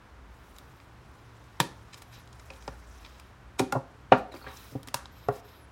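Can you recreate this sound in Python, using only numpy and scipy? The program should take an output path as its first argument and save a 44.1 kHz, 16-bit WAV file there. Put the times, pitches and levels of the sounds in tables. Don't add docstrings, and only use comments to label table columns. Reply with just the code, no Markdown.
import sys
import numpy as np
from scipy import signal
from scipy.fft import rfft, irfft
from scipy.io import wavfile
from scipy.ndimage import uniform_filter1d

SR = 44100
rng = np.random.default_rng(int(sys.argv[2]) if len(sys.argv) > 2 else 0)


def int16_out(signal):
    q = np.round(np.clip(np.atleast_2d(signal).T, -1, 1) * 32767)
    wavfile.write(sys.argv[1], SR, q.astype(np.int16))


N = 251811
T = np.arange(N) / SR


def from_db(db):
    return 10 ** (np.asarray(db) / 20)


def rms_one(x):
    return x / np.sqrt(np.mean(x ** 2) + 1e-20)


def in_time(rows):
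    s, *columns = np.transpose(rows)
    return [np.interp(T, s, column) for column in columns]


def at_hz(points, hz):
    f, value = np.transpose(points)
    return np.interp(np.log(np.maximum(hz, 1)), np.log(f), value)


def coloured(x, spectrum):
    freqs = np.fft.rfftfreq(len(x), 1 / SR)
    gain = from_db(at_hz(spectrum, freqs))
    return rms_one(irfft(rfft(x) * gain, len(x)))


def cut(x, hz, kind="low", order=2):
    return signal.sosfilt(signal.butter(order, hz, kind, fs=SR, output="sos"), x)


def drift(per_s):
    knots = rng.standard_normal(int(per_s * N / SR) + 2)
    return np.interp(T * per_s, np.arange(len(knots)), knots)


def add(out, s, sound):
    start = round(s * SR)
    out[start:start + len(sound)] += sound[:N - start]


# (time [s], level [dB], level of its octave [dB])
HUM_LEVELS = [(0.0, -56.5, -60), (.55, -57, -64), (.8, -80, -54), (2.25, -77, -51.5), (2.6, -54.5, -56),
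              (2.93, -45.5, -69), (3.4, -58.5, -56.5), (5.7, -71, -58)]
# (frequency [Hz], relative level [dB])
AIR_SPECTRUM = [(15, -83), (25, -40), (39, -14), (63, -3), (92, -12), (127, -17), (149, -15.5), (236, -20),
                (270, -18.5), (405, -21.5), (600, -24), (1000, -21.5), (1450, -24), (2000, -29.5),
                (16000, -58)]
HUM_HZ, HUM_PHASE_DRIFT_PER_S = 57.7, 12
AIR_DB = -53


def background(hum_trim_db=-1, octave_trim_db=-4, flutter_db=3.5):
    hum_db, octave_db = in_time(HUM_LEVELS)
    phase = 2 * np.pi * HUM_HZ * T + drift(HUM_PHASE_DRIFT_PER_S)
    hum = rms_one(np.sin(phase) * from_db(flutter_db * drift(9.7)))
    octave = rms_one(np.sin(2 * phase) * from_db(flutter_db * drift(15.0)))
    air = from_db(AIR_DB) * coloured(rng.standard_normal(N), AIR_SPECTRUM)
    return from_db(hum_db + hum_trim_db) * hum + from_db(octave_db + octave_trim_db) * octave + air


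# (frequency [Hz], width [Hz], level [dB])
RIM_RESONANCES = [(938, 570, 4.5), (1390, 880, 2.5), (1736, 162, 5), (2480, 540, 1.5), (2850, 375, 3.5),
                  (3114, 370, 2.5), (3930, 420, 2.5), (4870, 410, 1), (5320, 490, 1.5), (6800, 700, -0.5),
                  (8060, 720, -0.5), (9050, 1200, -0.5), (11600, 5000, -6), (15300, 1500, -1.5)]


def rim(x):
    out = np.zeros(len(x))
    for k, (hz, width, db) in enumerate(RIM_RESONANCES):
        resonator = signal.iirpeak(hz, hz / width, fs=SR)
        out += (-1) ** k * from_db(db) * signal.lfilter(*resonator, x)
    return out


STROKE_CREST = 0.34


def stroke(start, length):
    rise = np.interp(T, [start, start + STROKE_CREST * length, start + length], [0, 1, 0])
    return np.sin(np.pi / 2 * rise)


def patchy(x, depth_db, per_s):
    edges = np.geomspace(1000, 17000, 13)
    out = cut(x, edges[0])
    for band in zip(edges, edges[1:]):
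        out += cut(x, band, "band", order=1) * from_db(depth_db * drift(per_s))
    return rms_one(out)


# (start [s], length [s], rasp [dB], hiss [dB], fine top against the hiss [dB])
GLOVE_STROKES = [(0.247, 0.76, -74, -68.5, -3.5), (0.65, 2.9, -72, -69.5, -13),
                 (2.107, 0.13, -57, -59.5, -14), (2.223, 1.17, -77, -61.5, -22),
                 (2.913, 0.42, -62.5, -68, -5), (4.325, 0.15, -63, -65, 5),
                 (4.428, 0.36, -62.5, -58.5, -2.5), (4.492, 0.35, -61, -59.5, -1),
                 (5.097, 0.26, -63, -69.5, -3), (5.309, 0.11, -60, -57.5, -2), (5.412, 0.25, -62, -71, 2)]
# (frequency [Hz], relative level [dB])
HISS_SPECTRUM = [(1500, 6.5), (3500, -12.5), (5500, -0.5), (8000, -5.5), (11000, -9), (16000, -13.5)]
RESTING_RASP_DB, RESTING_HISS_DB = -88, -77
RASP_LOW_HZ, RASP_HIGH_HZ = 2200, 4970
SHEEN_HZ = 9700


def glove(catch_db=1.0, patch_db=6.0, patches_per_s=70, scuff_db=-0.05, grain_db=5):
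    rasp_gain, hiss_gain, sheen_gain = from_db(RESTING_RASP_DB), from_db(RESTING_HISS_DB), 0
    for start, length, rasp_db, hiss_db, sheen_db in GLOVE_STROKES:
        speed = stroke(start, length)
        rasp_gain = np.hypot(rasp_gain, speed * from_db(rasp_db))
        hiss_gain = np.hypot(hiss_gain, speed * from_db(hiss_db))
        sheen_gain = np.hypot(sheen_gain, speed * from_db(hiss_db + sheen_db))
    jolt_noise, hiss_noise, sheen_noise, grain = rng.standard_normal((4, N))
    jolts = jolt_noise * from_db(grain_db * grain)
    jolts = cut(jolts, RASP_LOW_HZ, "high", order=1)
    jolts = cut(jolts, RASP_HIGH_HZ, order=4)
    rasp = rasp_gain * rms_one(rim(jolts)) * from_db(catch_db * drift(150))
    hiss = hiss_gain * patchy(coloured(hiss_noise, HISS_SPECTRUM), patch_db, patches_per_s)
    sheen = sheen_gain * rms_one(cut(sheen_noise, SHEEN_HZ, "high", order=3))
    return (rasp + hiss + sheen) * from_db(scuff_db * drift(46))


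# (time of peak [s], level [dB], fade time constant [s], low-pass cut-off [Hz])
SLIPS_AND_TICKS = [(0.564, -51.5, 0.0028, 12000), (0.585, -42.5, 0.0016, 14200), (.801, -45.5, 0.001, 4940),
                   (1.6024, -18.5, 0.0023, 12000), (1.933, -44, 0.006, 7060), (1.943, -43, 0.0039, 9100),
                   (1.978, -54, 0.015, 14100), (2.021, -45, 0.0046, 14000), (2.275, -49.5, 0.0016, 8000),
                   (2.329, -49.5, 0.0025, 9100), (2.397, -48, 0.0025, 8050), (2.459, -56, 0.0014, 9000),
                   (2.535, -47, 0.002, 5000), (2.562, -48, 0.002, 5000), (2.624, -46, 0.0016, 7000),
                   (2.5045, -41, 0.0011, 7000), (2.678, -30.5, 0.0013, 5900), (3.049, -42.5, 0.0037, 5060),
                   (3.062, -42.5, 0.0021, 5000), (3.198, -43.5, 0.0019, 11600),
                   (3.595, -24.5, 0.0062, 10200), (3.724, -29, 0.0021, 11900), (4.1221, -20, 0.0039, 3200),
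                   (4.181, -55, 0.016, 14000), (4.323, -55.5, 0.0057, 13000), (4.341, -48, 0.0025, 6000),
                   (4.35, -46, 0.0023, 6000), (4.367, -58, 0.0044, 10000), (4.474, -41.5, 0.047, 2470),
                   (4.831, -42, 0.0013, 14200), (4.8743, -38, 0.0026, 13000), (4.885, -37.5, 0.0015, 12300),
                   (4.9432, -19, 0.0016, 12500), (5.0566, -34.5, 0.0011, 4740), (5.285, -43, 0.0019, 12500)]
BURST_SWELL = 0.47


def slips_and_ticks(grain_db=3.0, rim_db=6):
    force, lead = np.zeros(N), SR // 25
    t = T[:SR // 6] - lead / SR
    for s, level_db, fade, bright_hz in SLIPS_AND_TICKS:
        size, jolt = rng.standard_normal((2, len(t)))
        envelope = np.exp(np.minimum(t / (BURST_SWELL * fade), -t / fade))
        burst = rms_one(jolt * from_db(grain_db * size)) * envelope
        add(force, s - lead / SR, from_db(level_db) * cut(burst, bright_hz, order=3))
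    return from_db(rim_db) * rim(force + 1e-18)


def mode(t, hz, t60):
    return np.sin(2 * np.pi * hz * t) * np.exp(-np.log(1000) * t / t60)


# (time [s], force [dB], contact cut-off [Hz], body thud [dB],
# first panel mode [Hz], its level [dB], second panel mode [Hz], its level [dB], ring length [ratio])
CONTACTS = [(1.6012, -26, 2305, -2, 947, 24.5, 175, 14, 0.3),
            (1.6024, -30, 4300, 8, 1720, 28, 3670, 28, 0.32),
            (2.503, -45, 5000, 3, 2520, 22, 5730, 13, 0.72),
            (2.6791, -33, 3000, -1.5, 886, 17.5, 426, 12.5, 0.41),
            (3.5941, -23.5, 1240, -1, 1288, 13, 964, 7, .62), (3.5993, -21, 852, 3, 383, 12.5, 259, 8, 0.7),
            (3.6095, -26, 925, -2, 760, 7.5, 285, 9, 0.69),
            (3.7242, -27.5, 1580, -3, 817, 16, 1396, 18.5, 0.9),
            (3.7514, -23, 896, 0.5, 691, 12, 1064, 7, 0.56),
            (3.7584, -28.5, 910, 10, 357, 8.5, 540, 10, 0.5),
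            (3.766, -30.5, 1088, 5, 779, 13, 1100, 13, 0.56),
            (4.1197, -11, 1600, -4.5, 534, 16.5, 754, 11.5, 0.61),
            (4.123, -16.5, 2936, 3, 1255, 19, 2780, 16, 0.54),
            (4.127, -18, 1841, 5, 920, 14, 244, 10.5, 0.43),
            (4.32, -46, 2502, -10.5, 2360, 13, 330, 7.5, .5),
            (4.339, -38, 1800, -7, 1070, 11, 334, 9.5, .33), (4.35, -45, 1800, -7, 950, 4, 318, 13.5, .5),
            (4.362, -47, 2500, -8, 2380, 17, 375, 11, 0.57),
            (4.415, -49, 2580, -6, 1300, 18, 1700, 9, 0.45),
            (4.4431, -42, 2600, 0, 1270, 13.5, 990, 16, 0.18),
            (4.466, -41.5, 3200, 0, 1620, 16.5, 2370, 3, 0.94), (4.721, -42.5, 546, 9, 274, 4, 460, 6, .41),
            (4.7518, -27.5, 597, 7.5, 280, 7, 710, -1, 0.43),
            (4.874, -46, 550, 4.5, 262, 10.5, 432, -5, 0.46),
            (4.9433, -30.5, 3280, 3, 960, 25, 2260, 19, 0.26),
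            (5.2853, -27, 1280, 8, 416, 17.5, 699, 17.5, .8),
            (5.2866, -25.5, 2370, -3, 754, 22, 1300, 16.5, 0.18)]
# (frequency [Hz], level [dB], t60 [s])
TIN_MODES = [(114, -21, .3), (177, -11.5, .24), (261, -6.5, .16), (310, -16, .2), (417, -9.5, .22),
             (535, -6, .19), (630, -8, .16), (770, -7.5, .16), (830, -12, .16), (903, -12.5, .14),
             (1019, -11, .14), (1123, -15, .13), (1192, -12, .12), (1265, -13, .12), (1392, -9.5, .14),
             (1640, -17, .13), (1705, -19, .11), (1866, -15, .15), (2205, -18.5, .12), (2536, -17, .1),
             (2750, -13.5, .1), (2907, -18, .09)]
PANEL_DB, PANEL_CYCLES = -10.0, 57.5
THUD_HZ, THUD_T60_S, THUD_DB = 125.4, 0.068, -6
TIN_LOW_CUT_HZ = 105
CANCEL_HZ, CANCEL_WIDTH_HZ = 206, 8.9


def knocks(scatter_db=2.5):
    out, t = np.zeros(N), T[:SR // 3]
    draws = rng.standard_normal((len(CONTACTS), len(TIN_MODES)))
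    for contact, strength in zip(CONTACTS, draws):
        s, force_db, contact_hz, thud_db, first_hz, first_db, second_hz, second_db, ring = contact
        sound = from_db(THUD_DB + thud_db) * mode(t, THUD_HZ, THUD_T60_S)
        for k, (hz, db, t60) in enumerate(TIN_MODES):
            sound += (-1) ** k * from_db(db + scatter_db * strength[k]) * mode(t, hz, ring * t60)
        for sign, hz, db in [(1, first_hz, first_db), (-1.03, second_hz, second_db)]:
            sound += sign * from_db(PANEL_DB + db) * mode(t, hz, ring * PANEL_CYCLES / hz)
        add(out, s, from_db(force_db) * cut(sound, contact_hz, order=3))
    notch = signal.iirnotch(CANCEL_HZ, CANCEL_HZ / CANCEL_WIDTH_HZ, fs=SR)
    out = signal.lfilter(*notch, out + 1e-18)
    return cut(out, TIN_LOW_CUT_HZ, "high", order=4)


# (time of peak [s], level [dB], swell time constant [s],
# fade time constant [s], low cut [Hz], high cut [Hz])
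CHATTER_AND_TAILS = [(1.605, -28.5, 0.0018, 0.0093, 865, 5140), (1.607, -33, 0.0014, 0.03, 220, 510),
                     (3.597, -36.5, 0.0066, 0.022, 620, 1450), (3.726, -34.5, .0021, 0.0049, 1000, 1600),
                     (3.761, -29, 0.0095, 0.013, 288, 1090), (4.1215, -23, .0012, 0.027, 670, 1490),
                     (4.125, -26.5, 0.0026, 0.01, 1380, 3050), (4.945, -45.5, .001, .059, 1270, 1600),
                     (5.288, -32, .001, 0.013, 520, 1500)]
TAPS_PER_S = 2900


def chatter_and_tails(uneven_db=-0.5):
    out, lead = np.zeros(N), SR // 25
    t = T[:SR // 4] - lead / SR
    for s, level_db, swell, fade, low_hz, high_hz in CHATTER_AND_TAILS:
        touches = rng.random(len(t)) < TAPS_PER_S / SR
        signs = rng.choice([-1, 1], len(t))
        taps = touches * signs * from_db(uneven_db * rng.standard_normal(len(t)))
        burst = rms_one(cut(cut(taps, low_hz, "high", order=3), high_hz, order=6))
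        envelope = np.exp(np.minimum(t / swell, -t / fade))
        add(out, s - lead / SR, from_db(level_db) * burst * envelope)
    return out


# (start [s], length [s], starting pitch [Hz], glide over the squeak [Hz], level [dB])
GLOVE_SQUEAKS = [(1.926, .024, 4000, 0, -54), (1.932, .018, 6140, 0, -60), (2.11, .09, 4000, -100, -63),
                 (4.314, .032, 4030, -270, -52), (4.338, .016, 4700, 0, -57), (4.36, .017, 4520, 400, -51),
                 (4.399, .1, 4440, -150, -60), (4.472, .078, 3870, -100, -56),
                 (4.544, .084, 3900, 156, -60)]


def squeaks(jitter=.055, flicker_db=3.5):
    out = np.zeros(N)
    unsteady, grip = 1 + jitter * drift(1500), from_db(flicker_db * drift(180))
    for start, length, pitch_hz, glide_hz, level_db in GLOVE_SQUEAKS:
        progress = np.clip((T - start) / length, 0, 1)
        hz = (pitch_hz + glide_hz * progress) * unsteady
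        phase = 2 * np.pi * np.cumsum(hz) / SR
        out += from_db(level_db) * stroke(start, length) * grip * np.sin(phase)
    return out


# (time [s], pitch [Hz])
SEAL_WHISTLES = [
    [(2.078, 11300), (2.1, 12200), (2.13, 12750), (2.17, 12450), (2.2, 11500), (2.235, 9700)],
    [(5.118, 12100), (5.135, 12700), (5.16, 12660), (5.203, 13600), (5.232, 12900), (5.265, 12900),
     (5.29, 12050), (5.316, 11500)],
    [(5.447, 11850), (5.475, 12300), (5.515, 12750), (5.542, 11850), (5.575, 11800), (5.6, 11250),
     (5.655, 10100)],
]
WHISTLE_DB = -67


def seal(waver=.005, flutter_ratio=.125, flutter_depth=0.33, flicker_db=3.5):
    out = np.zeros(N)
    for curve in SEAL_WHISTLES:
        hz, = in_time(curve)
        gate = 1.0 * ((T > curve[0][0]) & (T < curve[-1][0]))
        sounding = uniform_filter1d(gate, size=400)
        unsteady = 1 + waver * (drift(2000) + drift(70))
        phase = 2 * np.pi * np.cumsum(hz * unsteady) / SR
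        tone = np.sin(phase + flutter_depth * np.sin(flutter_ratio * phase))
        out += sounding * from_db(WHISTLE_DB + flicker_db * drift(60)) * tone
    return out


def lingering(db, t60):
    energy = np.exp(-2 * np.log(1000) * T[:SR * 3 // 4] / t60)
    return from_db(db) ** 2 * energy / energy.sum()


# (frequency [Hz], t60 [s])
GARAGE_T60 = [(120, 0.23), (400, 0.46), (1200, 0.31), (4000, 0.3), (8000, 0.3), (13000, 0.11)]
DENSE_ECHO_HZ = 3000


def garage(x, near_db=-14, near_t60=0.018, far_db=-12, gap_s=.004):
    echoes, edges = np.zeros(N), np.geomspace(90, 17000, 13)
    for band in zip(edges, edges[1:]):
        hz = np.sqrt(np.prod(band))
        noise = cut(rng.standard_normal(N), band, "band")
        energy = lingering(near_db, near_t60) + lingering(far_db, at_hz(GARAGE_T60, hz))
        if hz < DENSE_ECHO_HZ:
            response = noise[-len(energy):] * np.sqrt(energy)
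            wet = signal.fftconvolve(x, response)
        else:
            power = signal.fftconvolve(cut(x, band, "band") ** 2, energy)[:N]
            wet = rms_one(noise) * np.sqrt(abs(power))
        add(echoes, gap_s, wet)
    return x + echoes


def scene():
    echoing = slips_and_ticks() + knocks() + chatter_and_tails() + squeaks()
    return (background() + glove() + garage(echoing) + seal())[None]


CUTOFF_HZ = 16200


def record(dry):
    return signal.sosfilt(signal.ellip(10, .1, 90, CUTOFF_HZ, fs=SR, output="sos"), dry)


dry = scene()
out = record(dry)
int16_out(out)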